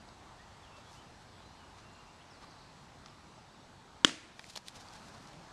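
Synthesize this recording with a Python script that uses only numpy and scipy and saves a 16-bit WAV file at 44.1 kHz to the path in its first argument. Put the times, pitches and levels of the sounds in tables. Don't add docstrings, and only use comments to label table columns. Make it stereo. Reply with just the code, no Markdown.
import sys
import numpy as np
from scipy import signal
from scipy.fft import rfft, irfft
from scipy.io import wavfile
from scipy.ndimage import uniform_filter1d, minimum_filter1d

SR = 44100
rng = np.random.default_rng(int(sys.argv[2]) if len(sys.argv) > 2 else 0)


def master(y):
    cut = np.clip(np.atleast_2d(y).T, -1, 1)
    pcm = np.round(cut * 32767)
    wavfile.write(sys.argv[1], SR, pcm.astype(np.int16))


N = 243690

# frequency in Hz, level in dB, t60 in seconds.
CONE_MODES = [(298, -19.9, .028), (321, -33, .1), (504, -13.7, .0065), (1170, -21.4, .015),
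              (1481, -19.6, .014), (1834, -16.3, .011), (2100, -18.5, .016), (2769, -7.8, .0084),
              (3701, -13.1, .0127), (4625, -26.4, .024), (5089, -28.8, .024), (5463, -14.7, .0072),
              (5885, -21.1, .012), (6744, -10.9, .005)]
# frequency in Hz, relative density in dB.
SKIN_SPECTRUM = [(300, -25), (800, -28), (1100, -7), (2200, -5.5), (3500, -12), (6000, -3), (8000, 0),
                 (9500, -7), (12000, -19), (16000, -43)]
def smack(contact_s=.00061, pop_hz=3100, pop_db=-1, crack_db=-24, crack_t60=.022):
    t = np.arange(SR // 5) / SR
    pulse = np.sin(np.pi * np.minimum(t / (2 * contact_s), 1)) ** 2
    pop = amp(pop_db) * pulse * np.sin(2 * np.pi * pop_hz * t)
    age = np.maximum(t - contact_s, 0)
    ring = sum(amp(db - 60 * age / t60) * np.sin(2 * np.pi * hz * age) for hz, db, t60 in CONE_MODES)
    ring = lowpass(ring, 8000, order=4)
    hiss = diffuse_noise(SKIN_SPECTRUM, len(t))
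    crack = hiss * np.minimum(t / contact_s, 1) * amp(crack_db - 60 * age / crack_t60)
    mouth = signal.butter(2, 300, "high", fs=SR, output="sos")
    return signal.sosfilt(mouth, ring - pop + crack)


def ground_reflection(pair, delay_s=.00057, db=-2.9, cutoff_hz=4500):
    t = np.arange(pair.shape[1]) / SR
    bounce = [np.interp(t - delay_s, t, channel, left=0) for channel in lowpass(pair, cutoff_hz)]
    return pair + amp(db) * np.array(bounce)


# delay in seconds, gain in dB, cutoff in Hz.
ECHOES = [(.019, -28, 9000), (.0395, -18.5, 500), (.048, -19, 1900), (.074, -21.5, 400), (.093, -25, 400),
          (.111, -28, 400)]
# frequency in Hz, left minus right in dB.
CONE_BALANCE = [(400, 0), (1400, .8), (3100, .6), (5000, .5), (7000, .5), (8000, -6.5), (9200, -6),
                (10500, -2), (12000, 2)]
def cone(smack_s=4.047):
    out = np.zeros((2, N))
    blow = ground_reflection(smack())
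    add(out, smack_s, blow)
    for delay_s, db, cutoff_hz in ECHOES:
        add(out, smack_s + delay_s, amp(db) * lowpass(blow, cutoff_hz))
    out = balance(out, CONE_BALANCE)
    add(out, smack_s, scatter())
    return out


# frequency in Hz, relative density in dB.
FOLIAGE_SPECTRUM = [(80, -28), (180, -12), (255, -7), (320, -0.5), (400, -14.5), (780, -15.5), (1000, -15),
                    (1900, -9), (2600, -8), (3150, -6.5), (4300, -10), (7000, -13.5), (9500, -22),
                    (11000, -32.5), (15000, -61)]
# frequency in Hz, t60 in seconds.
LATE_T60 = [(200, 0.91), (1300, 1.3), (3200, 0.88), (7000, 0.73), (13000, 0.86)]
def scatter(early_db=-31, early_t60=.26, build_s=.029, late_db=-39, clump_db=1, clump_hz=220):
    t = np.arange(SR) / SR
    taps = rng.standard_normal((4, SR)) * amp(clump_db * wander(clump_hz))
    early = unit_rms(colour(diffuse(taps[:2]), FOLIAGE_SPECTRUM))
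    early *= amp(early_db - 60 * np.maximum(t - build_s, 0) / early_t60)
    late = unit_rms(colour(diffuse(taps[2:]), FOLIAGE_SPECTRUM))
    hz, age, bands = signal.stft(late, SR, nperseg=256)
    bands = bands * amp(late_db - 60 * age / curve(LATE_T60, hz)[:, None])
    late = signal.istft(bands, SR, nperseg=256)[1][:, :SR]
    return (early + late) * np.minimum(t / build_s, 1)


# frequency in Hz, relative density in dB.
GRASS_SPECTRUM = [(150, -15), (700, -13), (1500, -11.5), (2600, -4), (4200, 0), (6000, -3.5), (8000, -8),
                  (11000, -13.5), (14000, -22), (16000, -45)]
SOIL_SPECTRUM = [(60, -13), (200, -1), (450, -10), (700, -3), (1200, 3.5), (2200, -6.5), (4000, -5),
                 (12000, -62)]
# centre in seconds, level in dB, soil relative to grass in dB.
FOOTSTEPS = [(.105, -70, -8), (.783, -59.5, -5), (1.22, -65, 0), (1.79, -60, -5), (2.434, -59, 3.5),
             (3.068, -65, 1)]
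# centre in seconds, level in dB, half length in seconds.
SWISHES = [(0.933, -59, .042), (4.473, -54.5, 0.072), (4.501, -48, 0.0068), (4.535, -56, 0.0032),
           (4.569, -44, 0.0094), (4.68, -49, 0.013), (4.9, -61.5, 0.3)]
# centre in seconds, level in dB, half length in seconds, soil relative to grass in dB.
PAW_FALLS = [(4.761, -52.5, 0.0082, -14), (4.809, -56.5, 0.012, -9), (4.935, -59, .006, -4),
             (4.957, -56, .006, -3), (5.082, -64, 0.011, -4), (5.148, -62, .006, -5), (5.18, -67, .004, -3),
             (5.227, -64, 0.0037, -3), (5.286, -60.5, .004, -3)]
def scuffs(grain_db=4, grains_per_s=5500, far_cutoff_hz=8200, near_cutoff_hz=11000):
    t, out = np.arange(N) / SR, np.zeros((2, N))
    grains = amp(grain_db * np.minimum(rng.exponential(1, (2, N)), 4)) * rng.choice([-1, 1], (2, N))
    snapping = rng.random((2, N)) < grains_per_s / SR
    grass = unit_rms(colour(diffuse(grains * snapping), GRASS_SPECTRUM))
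    soil = diffuse_noise(SOIL_SPECTRUM, N)
    steps = [(s, db, .018, soil_db, far_cutoff_hz) for s, db, soil_db in FOOTSTEPS]
    swishes = [(s, db, half_s, -24, near_cutoff_hz) for s, db, half_s in SWISHES]
    paws = [(*paw, near_cutoff_hz) for paw in PAW_FALLS]
    for s, db, half_s, soil_db, cutoff_hz in steps + swishes + paws:
        span = abs(t - s) < 3 * half_s
        envelope = amp(db) * np.exp(-.5 * ((t[span] - s) / half_s) ** 2)
        out[:, span] += envelope * (lowpass(grass, cutoff_hz)[:, span] + amp(soil_db) * soil[:, span])
    return out


# start in seconds, level in dB, resonance in Hz,
# its boost in dB, knock relative to grit in dB, t60 in seconds, cutoff in Hz.
CLICKS = [(.088, -48, 4670, 17, -20, .016, 9000), (3.06, -40, 5240, 18, 0.5, .015, 7500),
          (3.083, -49.5, 3200, 15, -10, .014, 7000), (4.394, -27.5, 1670, 24, 0.5, 0.012, 9000),
          (4.4422, -29.5, 1950, 24, -14, 0.007, 6500), (4.556, -33, 3000, 15, -8, 0.015, 9000),
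          (4.5604, -27.5, 3680, 4, -2, 0.013, 15000), (4.5724, -26, 3870, 16, -14, 0.015, 15000),
          (4.5745, -24, 5100, 13, -2, .012, 14000), (4.6834, -25, 4000, 3.5, -25, .01, 15000),
          (4.809, -47, 5500, 10, -20, .012, 14000), (4.8853, -42, 4530, 13, -20, .014, 12000),
          (5.274, -41.5, 4530, 10, -20, 0.0092, 12000), (5.333, -46, 4500, 5, -20, .01, 14000)]
def clicks(ring_spread=1.65, crest_db=5):
    out, t = np.zeros((2, N)), np.arange(SR // 10) / SR
    for s, db, hz, ring_db, knock_db, t60, cutoff_hz in CLICKS:
        grit, knock = rng.standard_normal((2, len(t)))
        resonance = [(hz / ring_spread, 0), (hz, ring_db), (hz * ring_spread, 0)]
        grit = unit_rms(colour(colour(grit, GRASS_SPECTRUM), resonance))
        knock = amp(knock_db) * unit_rms(colour(knock, SOIL_SPECTRUM))
        envelope = amp(db - crest_db - 60 * t / t60)
        add(out, s, lowpass((grit + knock) * envelope, cutoff_hz))
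    return out


# start in seconds, level in dB, frequency in Hz, t60 in seconds.
THUDS = [(.778, -48.5, 587, 0.067), (2.436, -43.5, 1160, .03), (4.562, -43.5, 640, 0.06),
         (4.571, -44, 200, .08), (5.3, -49, 176, .12), (5.352, -48.5, 156, .12)]
def thuds(rise_s=.003):
    out, t = np.zeros((2, N)), np.arange(SR // 5) / SR
    for s, db, hz, t60 in THUDS:
        envelope = np.minimum(t / rise_s, 1) * amp(db - 60 * t / t60)
        add(out, s, envelope * np.sin(2 * np.pi * hz * t))
    return out


# start and length in seconds, first and final pitch in Hz,
# level in dB, settling in time constants per note (below 0 the slide speeds up).
WHISTLES = [(.385, .05, 1740, 2000, -60, 1), (0.624, .062, 3700, 2780, -60.5, 1.5),
            (0.705, .1, 2736, 2670, -63.5, 3.5), (0.851, 0.068, 3180, 3450, -59, 2.7),
            (.942, 0.066, 2490, 3140, -61, 2), (1.57, 0.094, 3170, 2870, -63.5, 3),
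            (1.834, 0.15, 2696, 2790, -65, 4), (1.984, 0.047, 2756, 2800, -62.5, 3),
            (2.068, .062, 2560, 2870, -62, 2.7), (2.196, .027, 2590, 3660, -61, -2)]
# start and length in seconds, first and final pitch in Hz, level in dB.
CHIRPS = [(1.929, .012, 7900, 6400, -64), (1.982, .014, 7900, 6400, -63), (2.304, 0.076, 5720, 3950, -63),
          (2.504, .026, 6900, 4050, -62), (2.614, .028, 6100, 4200, -66), (3.093, 0.016, 5700, 4200, -61)]
# start and length in seconds, first pitch in Hz, waver as a share of the pitch, level in dB.
BUZZES = [(1.343, .27, 3380, 0.022, -69), (2.36, .36, 4300, .08, -65.5)]
def birds(buzz_hz=4300, direct_db=-4.5, reverb_db=-4, trees_t60=.5):
    song = np.zeros(N)
    for s, length, first_hz, final_hz, db, settle in WHISTLES:
        add(song, s, bird_note(length, first_hz, final_hz, db, waver=.0094, settle=settle))
    for s, length, first_hz, final_hz, db in CHIRPS:
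        add(song, s, bird_note(length, first_hz, final_hz, db, waver=.009, settle=.6))
    for s, length, first_hz, waver, db in BUZZES:
        add(song, s, bird_note(length, first_hz, buzz_hz, db, waver, settle=2.7))
    trees = diffuse(rng.standard_normal((2, SR))) * amp(-60 * np.arange(SR) / SR / trees_t60)
    reverb = signal.fftconvolve(song[None], trees / np.linalg.norm(trees[0]), axes=1)[:, :N]
    return amp(direct_db) * song + amp(reverb_db) * reverb


def bird_note(length, first_hz, final_hz, db, waver, settle, waver_hz=126.4, flutter_db=2.5, flutter_hz=40):
    n = round(length * SR)
    progress = np.linspace(0, 1, n)
    hz = first_hz + (final_hz - first_hz) * np.expm1(-settle * progress) / np.expm1(-settle)
    hz *= 1 + waver * wander(waver_hz)[-n:]
    level = amp(db + flutter_db * wander(flutter_hz)[-n:])
    arch = np.sqrt(2 * abs(np.sin(np.pi * progress)))
    return level * arch * np.sin(2 * np.pi * np.cumsum(hz) / SR)


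# frequency in Hz, relative density in dB.
TRAFFIC_SPECTRUM = [(12, -43), (20, -15), (22, -6.5), (38, -3), (89, -2), (270, -7.5), (484, -12),
                    (640, -10), (850, -6.5), (2160, -16.5), (2770, -16.5), (3270, -16.5), (4200, -16.5),
                    (8160, -27), (12000, -39.5), (15000, -71)]
# time in seconds, then roar, rumble and drone in dB before band weighting.
TRAFFIC_SWELLS = [(0, 0.5, 3.5, -1), (1.05, 0.7, 1.5, 1), (1.8, 0.6, 0, 0.5), (2.8, 0.5, -2.5, 4),
                  (3.9, -1, -1.5, 2.5), (5.0, 3, 0, 4.5), (5.2, 3, -5, 5.5), (5.35, 3.5, -8, 7),
                  (5.53, 3, 4, 2)]
def traffic(level_db=-55.5, bass_patch_db=1.04, hiss_patch_db=1.32):
    hz, t, bands = signal.stft(diffuse_noise(TRAFFIC_SPECTRUM, N), SR, nperseg=1024, noverlap=768)
    patches = uniform_filter1d(rng.standard_normal(bands.shape[1:]), size=8, axis=0)
    patches = unit_rms(uniform_filter1d(patches, size=14, axis=1))
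    depth_db = curve([(200, bass_patch_db), (2000, hiss_patch_db)], hz)[:, None]
    gain_db = level_db + depth_db * patches
    s, roar_db, rumble_db, drone_db = np.transpose(TRAFFIC_SWELLS)
    roar = curve([(60, .37), (170, .6), (1300, 1), (4000, .78)], hz)
    rumble = curve([(90, .78), (150, .043)], hz)
    drone = curve([(100, 0), (160, 1), (230, .056), (340, 0)], hz)
    for weight, swell_db in (roar, roar_db), (rumble, rumble_db), (drone, drone_db):
        gain_db += np.outer(weight, np.interp(t, s, swell_db))
    return signal.istft(bands * amp(gain_db), SR, nperseg=1024, noverlap=768)[1][:, :N]


def whine(hz=7867, half_width_hz=35, db=-81):
    in_phase, quadrature = lowpass(rng.standard_normal((2, 2, N)), half_width_hz)
    carrier = np.exp(2j * np.pi * hz * np.arange(N) / SR)
    return amp(db) * unit_rms(((in_phase + 1j * quadrature) * carrier).real)


# frequency in Hz, correlation from -1 to 1.
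COHERENCE = [(60, 0.9), (130, 0.98), (290, 0.89), (640, 0.81), (1410, 0.54), (3100, -0.22), (6820, 0.071),
             (15000, -0.13)]
def diffuse(pair):
    a, b = rfft(pair)
    coherence = np.clip(curve(COHERENCE, np.fft.rfftfreq(pair.shape[1], 1 / SR)), -.9, .99)
    mid, side = a * np.sqrt(1 + coherence), b * np.sqrt(1 - coherence)
    return irfft([mid + side, mid - side], pair.shape[1])


def diffuse_noise(spectrum, n):
    return unit_rms(colour(diffuse(rng.standard_normal((2, n))), spectrum))


def colour(x, spectrum):
    log_gain = np.log(amp(curve(spectrum, abs(np.fft.fftfreq(2048, 1 / SR)))))
    taps = np.fft.ifft(np.exp(np.conj(signal.hilbert(log_gain)))).real
    return signal.fftconvolve(np.atleast_2d(x), taps[None, :len(taps) // 2], axes=1)[:, :x.shape[-1]]


def balance(pair, points):
    tilt_db = curve(points, np.fft.rfftfreq(N, 1 / SR)) / 2
    return irfft(rfft(pair) * amp([tilt_db, -tilt_db]), N)


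def lowpass(x, hz, order=2):
    return signal.sosfilt(signal.butter(order, hz, fs=SR, output="sos"), x)


def wander(hz):
    return unit_rms(lowpass(rng.standard_normal(SR), hz))


def curve(points, hz):
    f, value = np.transpose(points)
    return np.interp(np.log(hz + 1), np.log(f + 1), value)


def amp(db):
    return 10 ** (np.asarray(db) / 20)


def unit_rms(x):
    return x / np.sqrt(np.mean(x ** 2) + 1e-20)


def add(mix, s, sound):
    part = mix[..., max(round(s * SR), 0):][..., :sound.shape[-1]]
    part += sound[..., :part.shape[-1]]


def scene():
    return cone() + clicks() + scuffs() + thuds() + birds() + traffic() + whine()


def gain_control(x, threshold_db=-20, duck_share=.2, react_s=.008, hold_s=.622, recover_db_per_s=43):
    peak_db = 20 * np.log10(abs(x).max(0) + 1e-9)
    cut_db = duck_share * np.maximum(peak_db - threshold_db, 0)
    hold, react = round(hold_s * SR), round(react_s * SR)
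    held_db = -minimum_filter1d(-cut_db, hold, origin=(hold - 1) // 2, mode="constant")
    recovery_db = np.arange(N) / SR * recover_db_per_s
    duck_db = np.maximum.accumulate(held_db + recovery_db) - recovery_db
    delayed_db = np.pad(duck_db, (react, 0))[:N]
    return x * amp(-uniform_filter1d(delayed_db, react))


# frequency in Hz, left minus right in dB.
PORT_BALANCE = [(60, -1.5), (150, -1.5), (380, -2), (950, -1.0), (2380, -0.5), (5980, -3), (15000, 1)]
def record(dry, knee=.6, ceiling=1.03, cutoff_hz=14800):
    heard = balance(dry, PORT_BALANCE)
    linear, headroom = np.clip(heard, -knee, knee), ceiling - knee
    rounded = linear + headroom * np.tanh((heard - linear) / headroom)
    band_limit = signal.firwin(127, cutoff_hz, window=("kaiser", 9), fs=SR)
    return signal.oaconvolve(gain_control(rounded), band_limit[None], "same")


dry = scene()
out = record(dry)
master(out)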